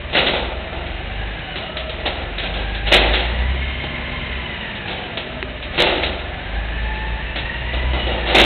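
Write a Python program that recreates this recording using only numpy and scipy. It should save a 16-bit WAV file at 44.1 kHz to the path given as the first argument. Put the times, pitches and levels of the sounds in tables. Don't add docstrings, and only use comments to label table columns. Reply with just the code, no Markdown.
import sys
import numpy as np
from scipy import signal
from scipy.fft import rfft, irfft, next_fast_len
from scipy.io import wavfile
from scipy.ndimage import uniform_filter1d

SR = 44100
rng = np.random.default_rng(int(sys.argv[2]) if len(sys.argv) > 2 else 0)


def generate_wav(signal):
    frames = np.transpose(np.atleast_2d(signal))
    scaled = np.clip(frames, -1, 1) * 32767
    pcm = np.round(scaled).astype(np.int16)
    wavfile.write(sys.argv[1], SR, pcm)


N = 372634
TIME = np.arange(N) / SR


def from_db(db):
    return 10 ** (np.asarray(db) / 20)


def rms_one(x):
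    return x / np.sqrt(np.mean(x ** 2) + 1e-20)


def in_time(rows):
    times, *columns = np.transpose(rows)
    return [np.interp(TIME, times, column) for column in columns]


def gain_at(points, hz):
    at, db = np.transpose(points)
    return from_db(np.interp(np.log(hz), np.log(at), db))


def drift(hz):
    step, settle = 40, 2000
    pole = np.exp(-2 * np.pi * hz * step / SR)
    white = rng.standard_normal(N // step + settle + 2)
    slow = signal.lfilter([1], [1, -2 * pole, pole * pole], white)[settle:]
    return np.interp(np.arange(N) / step, np.arange(len(slow)), rms_one(slow))


def noise(spectrum):
    size = next_fast_len(N)
    hz = np.maximum(np.arange(size // 2 + 1) * SR / size, 1)
    skirts = np.minimum(1, np.minimum(hz / spectrum[0][0], spectrum[-1][0] / hz)) ** 4
    white = rfft(rng.standard_normal(size))
    return rms_one(irfft(white * gain_at(spectrum, hz) * skirts, size)[:N])


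def ring(x, hz, t60):
    radius, angle = from_db(-60 / (t60 * SR)), 2 * np.pi * hz / SR
    return signal.lfilter([0, np.sin(angle)], [1, -2 * radius * np.cos(angle), radius ** 2], x + 1e-18)


def resonate(x, hz, t60):
    return ring(x, hz, t60) * 2 * np.sqrt(np.log(1000) / (t60 * SR))


def street(x, wall_hz):
    # t/s of delay, level/dB
    echoes = [(.037, -22.5), (0.059, -15.5), (0.095, -12.5), (0.156, -14)]
    dull = signal.sosfilt(signal.butter(1, wall_hz, fs=SR, output="sos"), x)
    return x + sum(from_db(db) * np.interp(TIME - delay, TIME, dull, left=0) for delay, db in echoes)


def scatter(x, t60, wet_db):
    age = TIME[:int(0.4 * SR)]
    paths = rng.standard_normal(len(age)) * from_db(-60 * age / t60)
    reflected = signal.fftconvolve(x, paths / np.linalg.norm(paths))[:N]
    wet = from_db(wet_db)
    return (x + wet * reflected) / np.hypot(1, wet)


def snap(at_s, level_db):
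    # f/Hz, relative level/dB, t60/s
    modes = [(383, -9, 0.11), (1250, -31, 0.01), (2010, 5.5, 0.0052), (2580, 0, 0.0094),
             (3500, -16, 0.0055)]
    impulse = np.zeros(N)
    impulse[int(at_s * SR)] = from_db(level_db)
    return sum(from_db(db) * ring(impulse, hz, t60) for hz, db, t60 in modes)


def valve():
    # t/s, f/Hz, level/dB
    glide = [(4.9, 218, -68), (5.1, 232, -53.5), (5.4, 248.4, -39.5), (5.6, 264.4, -46.5),
             (5.75, 277, -65.5)]
    hz, db = in_time(glide)
    sounding = (TIME > glide[0][0]) & (TIME < glide[-1][0])
    return sounding * from_db(db + 2.0 * drift(12)) * partial(np.cumsum(hz) / SR, 1)


def pivot(t60):
    # t/s of the peak, spread/s, f/Hz, level/dB
    squeals = [(1.5, 0.053, 2980, -37.5), (1.67, 0.078, 2900, -37.5), (5.02, 0.055, 3040, -37),
               (8.019, 0.043, 2955, -30.5), (8.14, 0.057, 2860, -31)]
    sound = np.zeros(N)
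    for t, spread, hz, db in squeals:
        swell = from_db(db) * np.exp(-0.5 * ((TIME - t) / spread) ** 2)
        sound += swell * resonate(rng.standard_normal(N), hz, t60)
    return sound


def partial(cycles, order):
    return np.sqrt(2) * np.sin(2 * np.pi * (order * cycles + rng.random()))


def firing_rate(flywheel_s):
    # t/s, firing f/Hz
    revs = [(0.0, 37.5), (0.33, 37.7), (0.84, 43.6), (1.33, 53.3), (1.71, 39.9), (2.1, 41.6), (2.57, 50.8),
            (3.03, 51.5), (3.59, 66.5), (4.19, 67.2), (4.59, 61.3), (5.18, 41.9), (5.63, 37.7),
            (6.14, 42.4), (6.72, 54.7), (7.34, 56.6), (7.94, 63.8), (8.45, 53.2)]
    return uniform_filter1d(in_time(revs)[0], int(flywheel_s * SR), mode="nearest")


def engine_block(firing_hz, firings, level_db, knock_depth, drone_db, drone_db_per_octave):
    # f/Hz, relative density level/dB
    clatter_spectrum = [(47, -27), (80, -2.5), (172, -7.5), (244, -8.5), (281, -11.5), (337, -12),
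                        (537, -11.5), (570, -9), (827, -13), (1170, -17), (1400, -19), (1820, -41),
                        (3080, -120)]
    # multiple of the firing rate, relative level/dB
    orders = [(2.31, -49.5), (2.65, -50), (3.05, -51), (3.63, -44.5), (6.2, -53), (9.1, -55.5)]
    pulsation = 1 + knock_depth * np.cos(2 * np.pi * firings)
    clatter = noise(clatter_spectrum) * pulsation * from_db(level_db + drift(14))
    drone = sum(from_db(db + 2.0 * drift(2)) * partial(firings, order) for order, db in orders)
    octaves = np.log2(firing_hz / np.mean(firing_hz))
    return clatter + drone * from_db(drone_db + drone_db_per_octave * octaves)


def exhaust(firing_hz, firings, flutter_db, rumble_db, surge_db):
    # t/s, relative exhaust level/dB
    load = [(0.0, -31), (1.27, -25.5), (1.46, -36.5), (2.12, -27.5), (2.35, -29), (3.01, -21), (3.57, -19),
            (3.76, -31), (4.37, -26.5), (4.47, -36), (5.14, -39), (5.49, -31.5), (6.4, -28.5),
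            (6.91, -23.5), (7.57, -26.5), (7.82, -19), (8.18, -24.5), (8.45, -20)]
    # multiple of the firing rate, relative level/dB
    orders = [(1 / 2, -5), (2 / 3, -6.5), (5 / 6, -17.5), (1, 0), (1.5, -4.5), (2, -0.69)]
    # f/Hz, relative level/dB
    silencer = [(20, -15.5), (33, -8.5), (50, 5), (66, 5), (80, -7.5), (105, -9.5), (140, -6.5)]
    load_db, = in_time(load)
    uneven = from_db(2.5 - 0.58 * (load_db - np.mean(load_db)))
    tone, power = 0, 0
    for order, db in orders:
        gain = from_db(db) * gain_at(silencer, order * firing_hz) * (1 if order == 1 else uneven)
        tone += gain * from_db(flutter_db * drift(6)) * partial(firings, order)
        power += gain ** 2
    rumble = from_db(rumble_db) * np.sqrt(uneven) * noise(silencer)
    return from_db(load_db + surge_db * drift(12)) * (tone / np.sqrt(power) + rumble)


def strain(ramp_s):
    # start t/s, end t/s, added level/dB
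    strokes = [(1.55, 1.95, 4), (2.54, 2.92, 4.5), (6.551, 8.3, 2)]
    return sum(db * np.clip(np.minimum(TIME - start, end - TIME) / ramp_s + 0.5, 0, 1)
               for start, end, db in strokes)


def hydraulics(firings, level_db, ripple_depth, hum_db):
    # f/Hz, relative density level/dB
    hiss_spectrum = [(590, -35.5), (1000, -23), (1280, -10), (1580, -2), (1700, -5), (1840, -1.5),
                     (2100, 0), (2290, -1.5), (2870, -0.5), (3430, -8), (3710, -4.5), (4150, -16.5),
                     (5400, -54), (9130, -120)]
    # f/Hz, bandwidth/Hz, relative level/dB
    resonances = [(362, 23, -43.5), (640.5, 56, -44.5), (1740, 27, -38.5), (1960, 9.7, -43),
                  (2380, 14, -46), (2900, 29, -48), (3190, 51, -51)]
    pulsation = 1 + ripple_depth * np.cos(2 * np.pi * firings)
    hiss = noise(hiss_spectrum) * pulsation * from_db(level_db + 0.57 * drift(25))
    hum = sum(from_db(db) * resonate(rng.standard_normal(N), hz, t60=np.log(1000) / (np.pi * width))
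              for hz, width, db in resonances)
    return hiss + hum * from_db(hum_db + level_db - np.mean(level_db))


def pump(firing_hz, firings, level_db, flutter_db, wobble_cycles, rasp_depth):
    # multiple of the firing rate, relative level/dB
    orders = [(15.6, -2), (31.2, -3), (32.3, 1), (46.8, -8)]
    # f/Hz, relative level/dB
    radiation = [(550, 4.5), (640, 6), (720, 0.5), (800, -1.5), (870, -3.5), (1050, -7), (1300, -9),
                 (1600, -6), (1750, -1), (1880, -2.5), (2100, -1.5), (2400, -3.5), (2750, 4.5), (3200, 0)]
    shaken = firings + wobble_cycles * drift(45)
    whine = np.zeros(N)
    for order, db in orders:
        tone = partial(shaken, order) * (1 + rasp_depth * drift(70))
        whine += tone * gain_at(radiation, order * firing_hz) * from_db(db + flutter_db * drift(25))
    return scatter(whine * from_db(level_db), t60=0.71, wet_db=-7.0)


def blow(t, rise, t60):
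    envelope, start = np.zeros(N), int(t * SR)
    age = TIME[:min(N - start, int(2 * t60 * SR))]
    decay = from_db(-60 * np.maximum(age - rise, 0) / t60)
    envelope[start:start + len(age)] = np.minimum(age / rise, 1) * decay
    return envelope


def linger(energy, tail_db, t60):
    retained = from_db(-120 / (t60 * SR))
    stored = signal.lfilter([1 - retained], [1, -retained], energy + 1e-18)
    return np.sqrt(energy + from_db(tail_db) ** 2 * stored)


def clanks(bounce_s, bounce_db, tick_count):
    # t/s, steel level/dB, panel level/dB, t60/s
    strikes = [(0.334, -25.5, -23.5, 0.48), (0.728, -41.5, -31, 0.67), (1.556, -26, -33.5, 0.38),
               (1.768, -25, -44, 0.23), (1.893, -29.5, -40, 0.14), (2.381, -24, -33.5, 0.36),
               (2.435, -26.5, -30, 0.31), (2.539, -30.5, -33.5, 0.98), (2.747, -26, -40.5, 0.19),
               (3.839, -30, -28, .07), (4.878, -28.5, -32, 0.67), (5.172, -20.5, -28.5, .12),
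               (5.625, -29.5, -40, 0.16), (6.033, -17.5, -35.5, .1), (7.357, -23, -30.5, 0.26),
               (7.733, -27.5, -26, 0.23), (7.933, -31.5, -27, 0.82), (8.067, -31, -27.5, 1.7)]
    rows = list(strikes)
    for t, steel_db, panel_db, t60 in strikes:
        rows.append((t + bounce_s, steel_db + bounce_db, panel_db + bounce_db, t60))
    for when, force in rng.random((tick_count, 2)):
        force_db = 3 * (2 * force - 1)
        rows.append((when * TIME[-1], -36.5 + force_db, -41 + force_db, 0.27))
    return rows


def slams(rise_s):
    # t/s, steel level/dB, panel level/dB, t60/s, touch lead/s, relative touch level/dB,
    # load lag/s, rebound lag/s, relative rebound level/dB
    crashes = [(.146, -14, -17.5, 0.33, 0.021, -8, 0.022, 0.11, -5),
               (2.053, -20.5, -22.5, 0.19, 0.084, -15, 0.0061, 0.078, -19.5),
               (2.914, -9.5, -14.5, 0.33, 0.058, -11.5, .02, 0.214, -6.5),
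               (5.776, -15.5, -18, 0.64, 0.05, -14.5, 0.019, 0.241, -8.5),
               (8.344, -10, -13, 0.52, 0.096, -10, 0.036, .25, -7)]
    rows = []
    for t, steel_db, panel_db, t60, lead, touch_db, load_lag, rebound_lag, rebound_db in crashes:
        arm_touches = (t - lead, steel_db + touch_db, panel_db + touch_db, 0.42 * lead, t60)
        bin_hits = (t, steel_db, panel_db, rise_s, t60)
        load_follows = (t + load_lag, steel_db - 2, panel_db - 2, rise_s, t60)
        bin_rebounds = (t + rebound_lag, steel_db + rebound_db, panel_db + rebound_db - 3, 0.012, 0.38)
        rows += [arm_touches, bin_hits, load_follows, bin_rebounds]
    return [row for row in rows if row[0] < TIME[-1]]


def arm_and_bin(clank_rise_s, crack_db, crack_t60, panel_t60_ratio, rattle_db, modes_db):
    # f/Hz, relative density level/dB
    steel_spectrum = [(590, -29.5), (1000, -23.5), (1110, -25.5), (1400, -7.5), (1610, -6), (1980, 0),
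                      (2400, -3), (2830, 0.5), (3040, -2), (3800, -0.5), (4150, -11), (5400, -40),
                      (9130, -120)]
    panel_spectrum = [(65, -37.5), (110, -16), (170, -3), (225, -6), (302, -4), (355, 4.5), (439, -6.5),
                      (483, 3), (585, -0.5), (658, -0.5), (796, -0.5), (1030, -11), (1300, -9.5),
                      (1400, -6.5), (1820, -33.5), (3080, -120)]
    link_spectrum = [(900, -19.5), (1400, -6), (2000, -2), (2500, 3), (3000, 2), (3800, 2.5), (4300, -13)]
    # f/Hz, relative level/dB, t60/s
    modes = [(351.8, -9.5, 0.35), (501, -12, 0.66), (555, -7, 0.12), (605, -3.5, 0.25), (690, -11.5, 0.19),
             (784.4, -7, 0.053), (878, -4.5, 0.27), (1370, -16.5, .12), (1677, -17, .15),
             (2040, -11, 0.054), (2593, -10, 0.048), (2757, -10, 0.13), (3104, -9, 0.052),
             (3310, -6.5, 0.1), (3410, -19.5, .12), (3810, -9.5, 0.074)]
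    steel_energy, panel_energy, link_energy = np.zeros((3, N))
    for t, steel_db, panel_db, rise, t60 in slams(rise_s=0.007):
        steel_energy += (from_db(steel_db) * blow(t, rise, t60)) ** 2
        panel_energy += (from_db(panel_db) * blow(t, rise, t60 * panel_t60_ratio)) ** 2
    for t, steel_db, panel_db, t60 in clanks(bounce_s=0.027, bounce_db=-9.5, tick_count=16):
        crack = from_db(crack_db) * blow(t, clank_rise_s, crack_t60)
        envelope = crack + blow(t, clank_rise_s, t60)
        link_energy += (from_db(steel_db) * envelope) ** 2
        panel_energy += (from_db(panel_db) * envelope) ** 2
    steel = linger(steel_energy, tail_db=-6.5, t60=0.75)
    panel = linger(panel_energy, tail_db=-2.0, t60=1.15)
    link = linger(link_energy, tail_db=-10.0, t60=0.46)
    rattle = rms_one(from_db(rattle_db * drift(390)))
    contacts = rattle * rng.standard_normal(N)
    ringing = sum(from_db(db) * resonate(contacts * (panel if hz < 1000 else steel + link), hz, t60)
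                  for hz, db, t60 in modes)
    burst = steel * noise(steel_spectrum) + panel * noise(panel_spectrum) + link * noise(link_spectrum)
    return rattle * burst + from_db(modes_db) * ringing


def scene():
    firing_hz = firing_rate(flywheel_s=0.17)
    firings = np.cumsum(firing_hz * (1 + 0.003 * drift(5))) / SR
    octaves = np.log2(firing_hz / 50)
    strain_db = strain(ramp_s=0.15)
    block_db = -35 + 2 * octaves
    hiss_db = -34 + 5.5 * octaves - 0.34 * strain_db
    whine_db = -42.5 + 9.5 * octaves + strain_db
    impacts = arm_and_bin(clank_rise_s=0.0012, crack_db=-8.0, crack_t60=0.038,
                          panel_t60_ratio=1.12, rattle_db=1.5, modes_db=-10.5)
    block = engine_block(firing_hz, firings, block_db, knock_depth=0.088,
                         drone_db=-2.0, drone_db_per_octave=8.5)
    oil = hydraulics(firings, hiss_db, ripple_depth=0.079, hum_db=-5.5)
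    whine = pump(firing_hz, firings, whine_db, flutter_db=3.0, wobble_cycles=0.0029, rasp_depth=0.69)
    truck = block + oil + whine + valve() + pivot(t60=0.067) + impacts
    drone = from_db(-1.5) * exhaust(firing_hz, firings, flutter_db=2.4, rumble_db=-15.5, surge_db=0.87)
    return (street(truck, wall_hz=3000) + drone + snap(at_s=5.4275, level_db=-13.5))[None]


def record(dry):
    mic_stop_hz, clip_level, output_stop_hz = 4800, 0.73, 16450
    narrow = signal.sosfilt(signal.cheby2(20, 80, mic_stop_hz, fs=SR, output="sos"), dry)
    clipped = np.clip(narrow, -clip_level, clip_level)
    return signal.sosfilt(signal.cheby2(14, 70, output_stop_hz, fs=SR, output="sos"), clipped)


dry = scene()
out = record(dry)
generate_wav(out)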